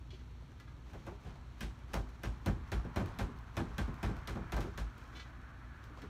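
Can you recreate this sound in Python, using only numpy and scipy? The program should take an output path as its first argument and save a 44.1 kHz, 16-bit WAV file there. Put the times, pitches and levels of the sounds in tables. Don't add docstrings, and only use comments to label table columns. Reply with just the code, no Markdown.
import sys
import numpy as np
from scipy import signal
from scipy.fft import rfft, irfft
from scipy.io import wavfile

SR = 44100
rng = np.random.default_rng(int(sys.argv[2]) if len(sys.argv) > 2 else 0)


def master(y):
    cut = np.clip(np.atleast_2d(y).T, -1, 1)
    pcm = np.round(cut * 32767)
    wavfile.write(sys.argv[1], SR, pcm.astype(np.int16))


N = 268569

# pitch_hz, level_db
ROOM_SPECTRUM = [(15, -35), (25, -5.5), (59, 1), (126, -5.5), (206, -16), (262, -14), (438, -26),
                 (1690, -36.5), (2600, -37.5), (4470, -37), (4850, -63), (5400, -43.5), (10300, -56.5),
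                 (13900, -58), (15900, -74)]
# pitch_hz, level_db
HUM_TONES = [(58.5, -54), (119.2, -61), (246, -69)]
# pitch_hz, level_db
HISS_SPECTRUM = [(300, -30), (650, -1), (950, -0.5), (1600, 0), (2200, -6), (3400, -19.5), (5000, -39)]
# time_s, level_db
HISS_LEVELS = [(0.0, -72), (2.37, -62.5), (3.07, -55.5), (3.46, -59.5), (3.97, -56), (4.66, -57),
               (4.8, -59.5), (6.09, -60)]
# time_s, pitch_hz
HISS_PITCHES = [(0, 1157), (2.4, 1100), (3.3, 1143), (4.5, 1250), (5.2, 1345), (5.65, 1488), (6.09, 1247)]
# pitch_hz, level_db
RUB_SPECTRUM = [(100, 7.5), (350, 22.5), (600, 14), (2000, 11.5), (4000, 3.5), (4900, 1), (6000, 3),
                (8000, -7), (10300, -12.5), (13000, -10), (16000, -18)]
# start_s, bright_ring_db, dull_ring_db, rise_s
RATTLE_HITS = [(0.105, -54, -83, .0005), (0.134, -59, -82, .003), (0.191, -65.5, -69, .002),
               (0.598, -62.5, -52.5, 0.00086), (0.675, -66, -55, 0.0018), (5.149, -52, -59.5, 0.025),
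               (5.196, -49, -47, 0.00054), (6.018, -58.5, -54.5, 0.00053)]
# pitch_hz, level_db, fade_s (a fade is the time to drop by 60 dB)
RATTLE_TONES = [(1270, -7.5, 0.24), (1433, -6, 0.13), (1740, -5.5, 0.14), (2060, -3.5, 0.21),
                (2370, -5.5, 0.14), (3070, -9, 0.14), (3540, -3, 0.12), (4080, -10, 0.13),
                (4420, -7.5, 0.16)]
# start_s, level_db, length_s
WOOD_SCRAPES = [(0.398, -67, 0.062), (1.237, -59, 0.16), (2.834, -80, 0.18), (3.064, -56, 0.084),
                (3.664, -62, 0.16), (4.145, -58.5, 0.09), (4.968, -64, 0.04), (5.97, -55.5, 0.03)]
# start_s, level_db
WOOD_TICKS = [(0.6, -55.5), (0.94, -68), (1.07, -67), (1.942, -40), (2.093, -63), (2.461, -43.5),
              (3.0593, -51.5), (3.388, -58.5), (3.9409, -56), (4.167, -57), (4.5655, -49), (4.9798, -56),
              (5.8401, -57), (6.018, -57)]
# pitch_hz, level_db
TICK_SPECTRUM = [(800, -13), (2500, 7), (6000, 2.5), (10000, -11), (13500, -6.5), (16000, -15)]
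# start_s, level_db,
# pitch_hz
HOLLOW_BUMPS = [(0.127, -50, 373), (0.199, -57, 249), (0.95, -45.5, 336), (1.079, -44, 355),
                (1.117, -47, 401), (3.288, -41.5, 241.7), (3.609, -36, 244), (4.583, -39, 338),
                (5.901, -48, 299), (6.024, -47, 291)]
# start_s, strength_db, hardness_db_per_octave, extra_ring_db, boom_db, settles_after_s, hollow_note_hz
JERKS = [(0.9334, -56, -1, 3, -52, .012, 328), (1.0664, -53.5, -1, 7, -59, .009, 366),
         (1.2492, -58, -3.5, -6, -50, .015, 250), (1.6075, -43, 0.94, -6, -40, .018, 109),
         (1.9342, -41, -0.2, 3.5, -35.5, .016, 317), (2.2342, -43, -.2, -2, -36.5, .018, 109),
         (2.4603, -39.5, -2, 1, -36.5, .016, 247), (2.718, -38.5, -1.4, -2.5, -32.5, 0.13, 244.5),
         (2.9599, -37.5, -2, 0, -39.5, 0.042, 352), (3.1876, -39.5, -0.9, -1, -35, .018, 218),
         (3.5681, -39.5, -1.06, 1.5, -41.5, .023, 247), (3.782, -39, -1.26, -2, -32.5, 0.094, 242),
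         (4.0295, -38, -1.77, -1.5, -34, .061, 321), (4.2741, -43, .3, -2.5, -39.5, .018, 199),
         (4.3551, -49.5, -4.5, 2.5, -52, .012, 235), (4.5213, -41.5, -0.8, 1.5, -32, 0.055, 205),
         (4.566, -44, -1.5, 5, -55, 0.072, 347), (4.6066, -48, 1, -7, -43, .061, 394),
         (4.776, -46, 1.25, 0.5, -37.5, .018, 214), (6.0189, -58, -1.2, 0, -73, 0.016, 418)]
# pitch_hz, level_db
BOARD_SPECTRUM = [(50, -26), (90, -30), (200, -31.5), (280, -34), (400, -35), (480, -38.5), (750, -35.5),
                  (1600, -36.5), (2500, -43), (4000, -50), (4900, -56), (5700, -55.5), (9500, -61),
                  (13500, -67), (16000, -97)]
# pitch_hz, rise_s
BOARD_RISES = [(80, .012), (300, 0.0064), (900, 0.0042), (2500, 0.0022), (8000, 0.0012)]
# pitch_hz, fade_s
BOARD_FADES = [(80, 0.7), (250, 0.39), (700, 0.26), (2000, 0.17), (6000, 0.39), (14000, 0.18)]
# pitch_hz, level_db, fade_s
DRAWER_TONES = [(88.2, 1.5, 0.2), (111.5, -5.5, 0.28), (151.2, -3.5, 0.16), (201.2, -2.5, 0.14),
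                (239.2, -6.5, 0.13), (333.3, -5, 0.15), (402, -17, 0.36), (547.5, -8, 0.13),
                (595, -10.5, 0.12), (688.3, -7.5, 0.1), (787, -8.5, 0.18), (828, -14, 0.23),
                (1180, -16, 0.16), (1234, -14.5, 0.2), (1567, -8.5, 0.11), (1563, -13, 0.19),
                (2054, -9.5, 0.13), (2520, -13.5, 0.13), (3450, -14.5, 0.11), (4140, -18, 0.21),
                (5130, -19, 0.13), (5620, -17, 0.12), (6520, -20.5, 0.1)]
# delay_s, level_db
NEAR_ECHOES = [(.0013, -22), (.0029, -41), (.0047, -28.5), (.0071, -26.5)]

BLOW_TOP_HZ = 4150


def amp(db):
    return 10 ** (np.asarray(db) / 20)


def evened(x):
    return x / np.sqrt(np.mean(x ** 2) + 1e-20)


def read(points, hz):
    pitches, values = np.transpose(points)
    return np.interp(np.log(hz + 1), np.log(pitches + 1), values)


def add(mix, start_s, sound):
    part = mix[max(round(start_s * SR), 0):][:len(sound)]
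    part += sound[:len(part)]


def coloured(x, spectrum):
    hz = np.fft.rfftfreq(len(x), 1 / SR)
    return evened(irfft(rfft(x) * amp(read(spectrum, hz)), len(x)))


def wander(rate_hz):
    keep_slow = 1 + (np.fft.rfftfreq(N, 1 / SR) / rate_hz) ** 4
    return evened(irfft(rfft(rng.standard_normal(N)) / keep_slow, N))


def swell(t, rise_s, fade_s):
    shape = (1 - np.exp(-t / rise_s)) * np.exp(-np.log(1000) * t / fade_s)
    return shape / shape.max()


def crackling(t, spread_db, samples=50):
    splinters_db = spread_db * rng.standard_normal(len(t) // samples + 1)
    return evened(rng.standard_normal(len(t)) * amp(np.repeat(splinters_db, samples)[:len(t)]))


def room(noise_db=-53):
    t = np.arange(N) / SR
    hum = sum(amp(db) * np.sqrt(2) * np.sin(2 * np.pi * hz * t + 0.51 * wander(4.4))
              for hz, db in HUM_TONES)
    return hum + amp(noise_db) * coloured(rng.standard_normal(N), ROOM_SPECTRUM)


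def hiss(gain_db=-3, band_width_hz=330):
    t = np.arange(N) / SR
    phase = 2 * np.pi * np.cumsum(np.interp(t, *np.transpose(HISS_PITCHES))) / SR
    band = wander(band_width_hz) * np.cos(phase) + wander(band_width_hz) * np.sin(phase)
    wide_noise = coloured(rng.standard_normal(N), HISS_SPECTRUM)
    level_db = np.interp(t, *np.transpose(HISS_LEVELS)) + wander(31)
    return amp(level_db + gain_db) * (wide_noise + band)


def rubbing(slips_per_s=150, build_s=0.14, stop_s=0.027, slide_db=-65, steady_db=-70.5):
    t = np.arange(N) / SR
    slide = amp(-63.5) * np.exp(-((t - 5.08) / 0.2) ** 2)
    for start_s, *_ in JERKS:
        stroke = np.exp(-abs(t - start_s) / np.where(t < start_s, build_s, stop_s))
        slide = np.maximum(slide, amp(slide_db) * stroke)
    slips = evened(rng.standard_normal(N) * (rng.random(N) < slips_per_s / SR))
    friction = coloured(rng.standard_normal(N) + amp(-7) * slips, RUB_SPECTRUM)
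    return np.hypot(slide, amp(steady_db)) * amp(2 * wander(23)) * friction


def rattles(gain_db=-2):
    t, out = np.arange(SR // 2) / SR, np.zeros(N)
    spectrum = [(1200, 0.5), (3200, 9), (4400, 3), (6000, 1.5), (9000, -17), (15000, -26)]
    for start_s, bright_db, dull_db, rise_s in RATTLE_HITS:
        clatter = coloured(rng.standard_normal(len(t)), spectrum)
        sound = amp(bright_db - 5) * clatter * swell(t, rise_s, fade_s=0.26)
        for hz, db, fade_s in RATTLE_TONES:
            wave = np.sin(2 * np.pi * (hz * rng.uniform(0.94, 1.003) * t + rng.random()))
            hit_db = read([(1750, dull_db), (2400, bright_db)], hz)
            sound += amp(db + hit_db) * swell(t, rise_s, fade_s) * wave
        add(out, start_s, amp(gain_db) * sound)
    return out


def scrapes():
    t, out = np.arange(SR // 2) / SR, np.zeros(N)
    spectrum = [(200, -3), (600, 4), (950, 4), (2000, -8.5), (4000, -12.5), (7000, -21), (15000, -41)]
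    for start_s, db, length_s in WOOD_SCRAPES:
        grit = coloured(crackling(t, spread_db=4), spectrum)
        add(out, start_s, amp(db) * swell(t, length_s / 2, 3 * length_s) * grit)
    return out


def tick(t, fall_s=0.0017):
    shape = amp(-15) * swell(t, rise_s=0.0021, fade_s=0.21)
    for delay_s, db in [(0, 0), (0.022, -13), (0.040, -21)]:
        shape += amp(db) * (t >= delay_s) * np.exp(-abs(t - delay_s) / fall_s)
    return shape * coloured(crackling(t, spread_db=2), TICK_SPECTRUM)


def ticks(gain_db=-1):
    t, out = np.arange(SR // 4) / SR, np.zeros(N)
    for start_s, db in WOOD_TICKS:
        add(out, start_s, amp(db + gain_db) * tick(t))
    return out


def bumps(gain_db=-4):
    t, out = np.arange(SR // 3) / SR, np.zeros(N)
    spectrum = [(80, -20), (170, 4.5), (280, -9.5), (420, -4), (600, -17.5), (1100, -25), (3000, -86)]
    settling = [(start_s + fall_s, -45.5 + 0.2 * (strength_db + 40) + 64 * fall_s, hz)
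                for start_s, strength_db, *_, fall_s, hz in JERKS]
    for start_s, db, hz in settling + HOLLOW_BUMPS:
        note = np.sin(2 * np.pi * (hz * t + rng.random()))
        thud = amp(-4) * coloured(rng.standard_normal(len(t)), spectrum)
        add(out, start_s, amp(db + gain_db) * swell(t, rise_s=0.0047, fade_s=0.13) * (note + thud))
    return out


def blow_spectrum(strength_db, hardness, ring_db, middle_hz=1000):
    lifts = [(252, 0), (546, ring_db), (980, ring_db), (1840, 0), (BLOW_TOP_HZ, 0)]
    return [(hz, strength_db + hardness * np.log2(hz / middle_hz) + lift_db) for hz, lift_db in lifts]


def snaps(jerk_gain_db=-15.5, tick_gain_db=-13.5):
    t, out = np.arange(SR // 10) / SR, np.zeros(N)
    spectrum = [(3000, -40), (9000, -9), (11500, -1), (14000, -3), (16000, -12)]
    on_jerks = [(start_s, read(blow_spectrum(db, hardness, ring_db), BLOW_TOP_HZ) + jerk_gain_db)
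                for start_s, db, hardness, ring_db, *_ in JERKS]
    on_ticks = [(start_s, db + tick_gain_db) for start_s, db in WOOD_TICKS]
    for start_s, db in on_jerks + on_ticks:
        fizz = coloured(rng.standard_normal(len(t)), spectrum)
        add(out, start_s, amp(db) * swell(t, rise_s=0.00061, fade_s=0.017) * fizz)
    return out


def blows(duller_db_per_octave=3):
    for start_s, strength_db, hardness, ring_db, boom_db, delay_s, _ in JERKS:
        yield start_s, blow_spectrum(strength_db, hardness, ring_db), boom_db
        loss_db = 5 + 78 * delay_s
        dull_blow = blow_spectrum(strength_db - loss_db, hardness - duller_db_per_octave, ring_db)
        yield start_s + delay_s, dull_blow, boom_db - loss_db


def boards(t, noise, blow):
    hz = np.fft.rfftfreq(len(t), 1 / SR)
    centres_hz = np.geomspace(60, 15360, 17)
    colour = amp(read(BOARD_SPECTRUM, hz) + read(blow, hz))
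    spectrum, out = rfft(noise) * colour, np.zeros(len(t))
    for centre_hz, this_band in zip(centres_hz, np.eye(len(centres_hz))):
        share = np.interp(np.log(hz + 1), np.log(centres_hz), this_band)
        shape = swell(t, read(BOARD_RISES, centre_hz), read(BOARD_FADES, centre_hz))
        ring = irfft(spectrum * share, len(t)) * shape
        power = np.sum(share * colour ** 2) * hz[1] * np.mean(shape ** 2)
        out += evened(ring) * np.sqrt(power)
    return out


def carcass_boom(t, pitch_hz=54, peak_s=0.039):
    shape = (t / peak_s * np.exp(1 - t / peak_s)) ** 2
    return shape * np.sin(2 * np.pi * pitch_hz * rng.uniform(0.92, 1.04) * t)


def knocks(alike=0.15, detune=0.0085, spot_spread_db=5):
    t, out = np.arange(SR * 2 // 3) / SR, np.zeros(N)
    shared_noise = rng.standard_normal(len(t))
    for start_s, blow, boom_db in blows():
        noise = np.sqrt(alike) * shared_noise + np.sqrt(1 - alike) * crackling(t, spread_db=2)
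        crack_db = read(blow, BLOW_TOP_HZ) - 2
        sound = boards(t, noise, blow) + amp(crack_db) * tick(t)
        for hz, db, fade_s in DRAWER_TONES:
            spot, stretch, phase = rng.uniform(-1, 1, 3)
            wave = np.sin(2 * np.pi * (hz * (1 + detune * stretch) * t + phase))
            tone_db = db - 3 + read(blow, hz) + spot_spread_db * spot
            sound += amp(tone_db) * swell(t, read(BOARD_RISES, hz), fade_s) * wave
        add(out, start_s, sound + amp(boom_db + 2) * carcass_boom(t))
    return out


def with_echoes(x, above_hz=900):
    treble = signal.sosfilt(signal.butter(2, above_hz, "high", fs=SR, output="sos"), x)
    out = x.copy()
    for delay_s, db in NEAR_ECHOES:
        add(out, delay_s, amp(db) * treble)
    return out


def scene():
    drawer = knocks() + bumps() + scrapes() + ticks() + snaps() + rattles() + rubbing()
    return with_echoes(drawer + hiss() + room())[None]


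def record(dry, low_cut_hz=36, high_cut_hz=15750):
    thinned = signal.sosfilt(signal.butter(4, low_cut_hz, "high", fs=SR, output="sos"), dry)
    high_cut = signal.firwin(511, high_cut_hz, window=("kaiser", 9), fs=SR)
    return signal.oaconvolve(thinned, high_cut[None], "same")


dry = scene()
out = record(dry)
master(out)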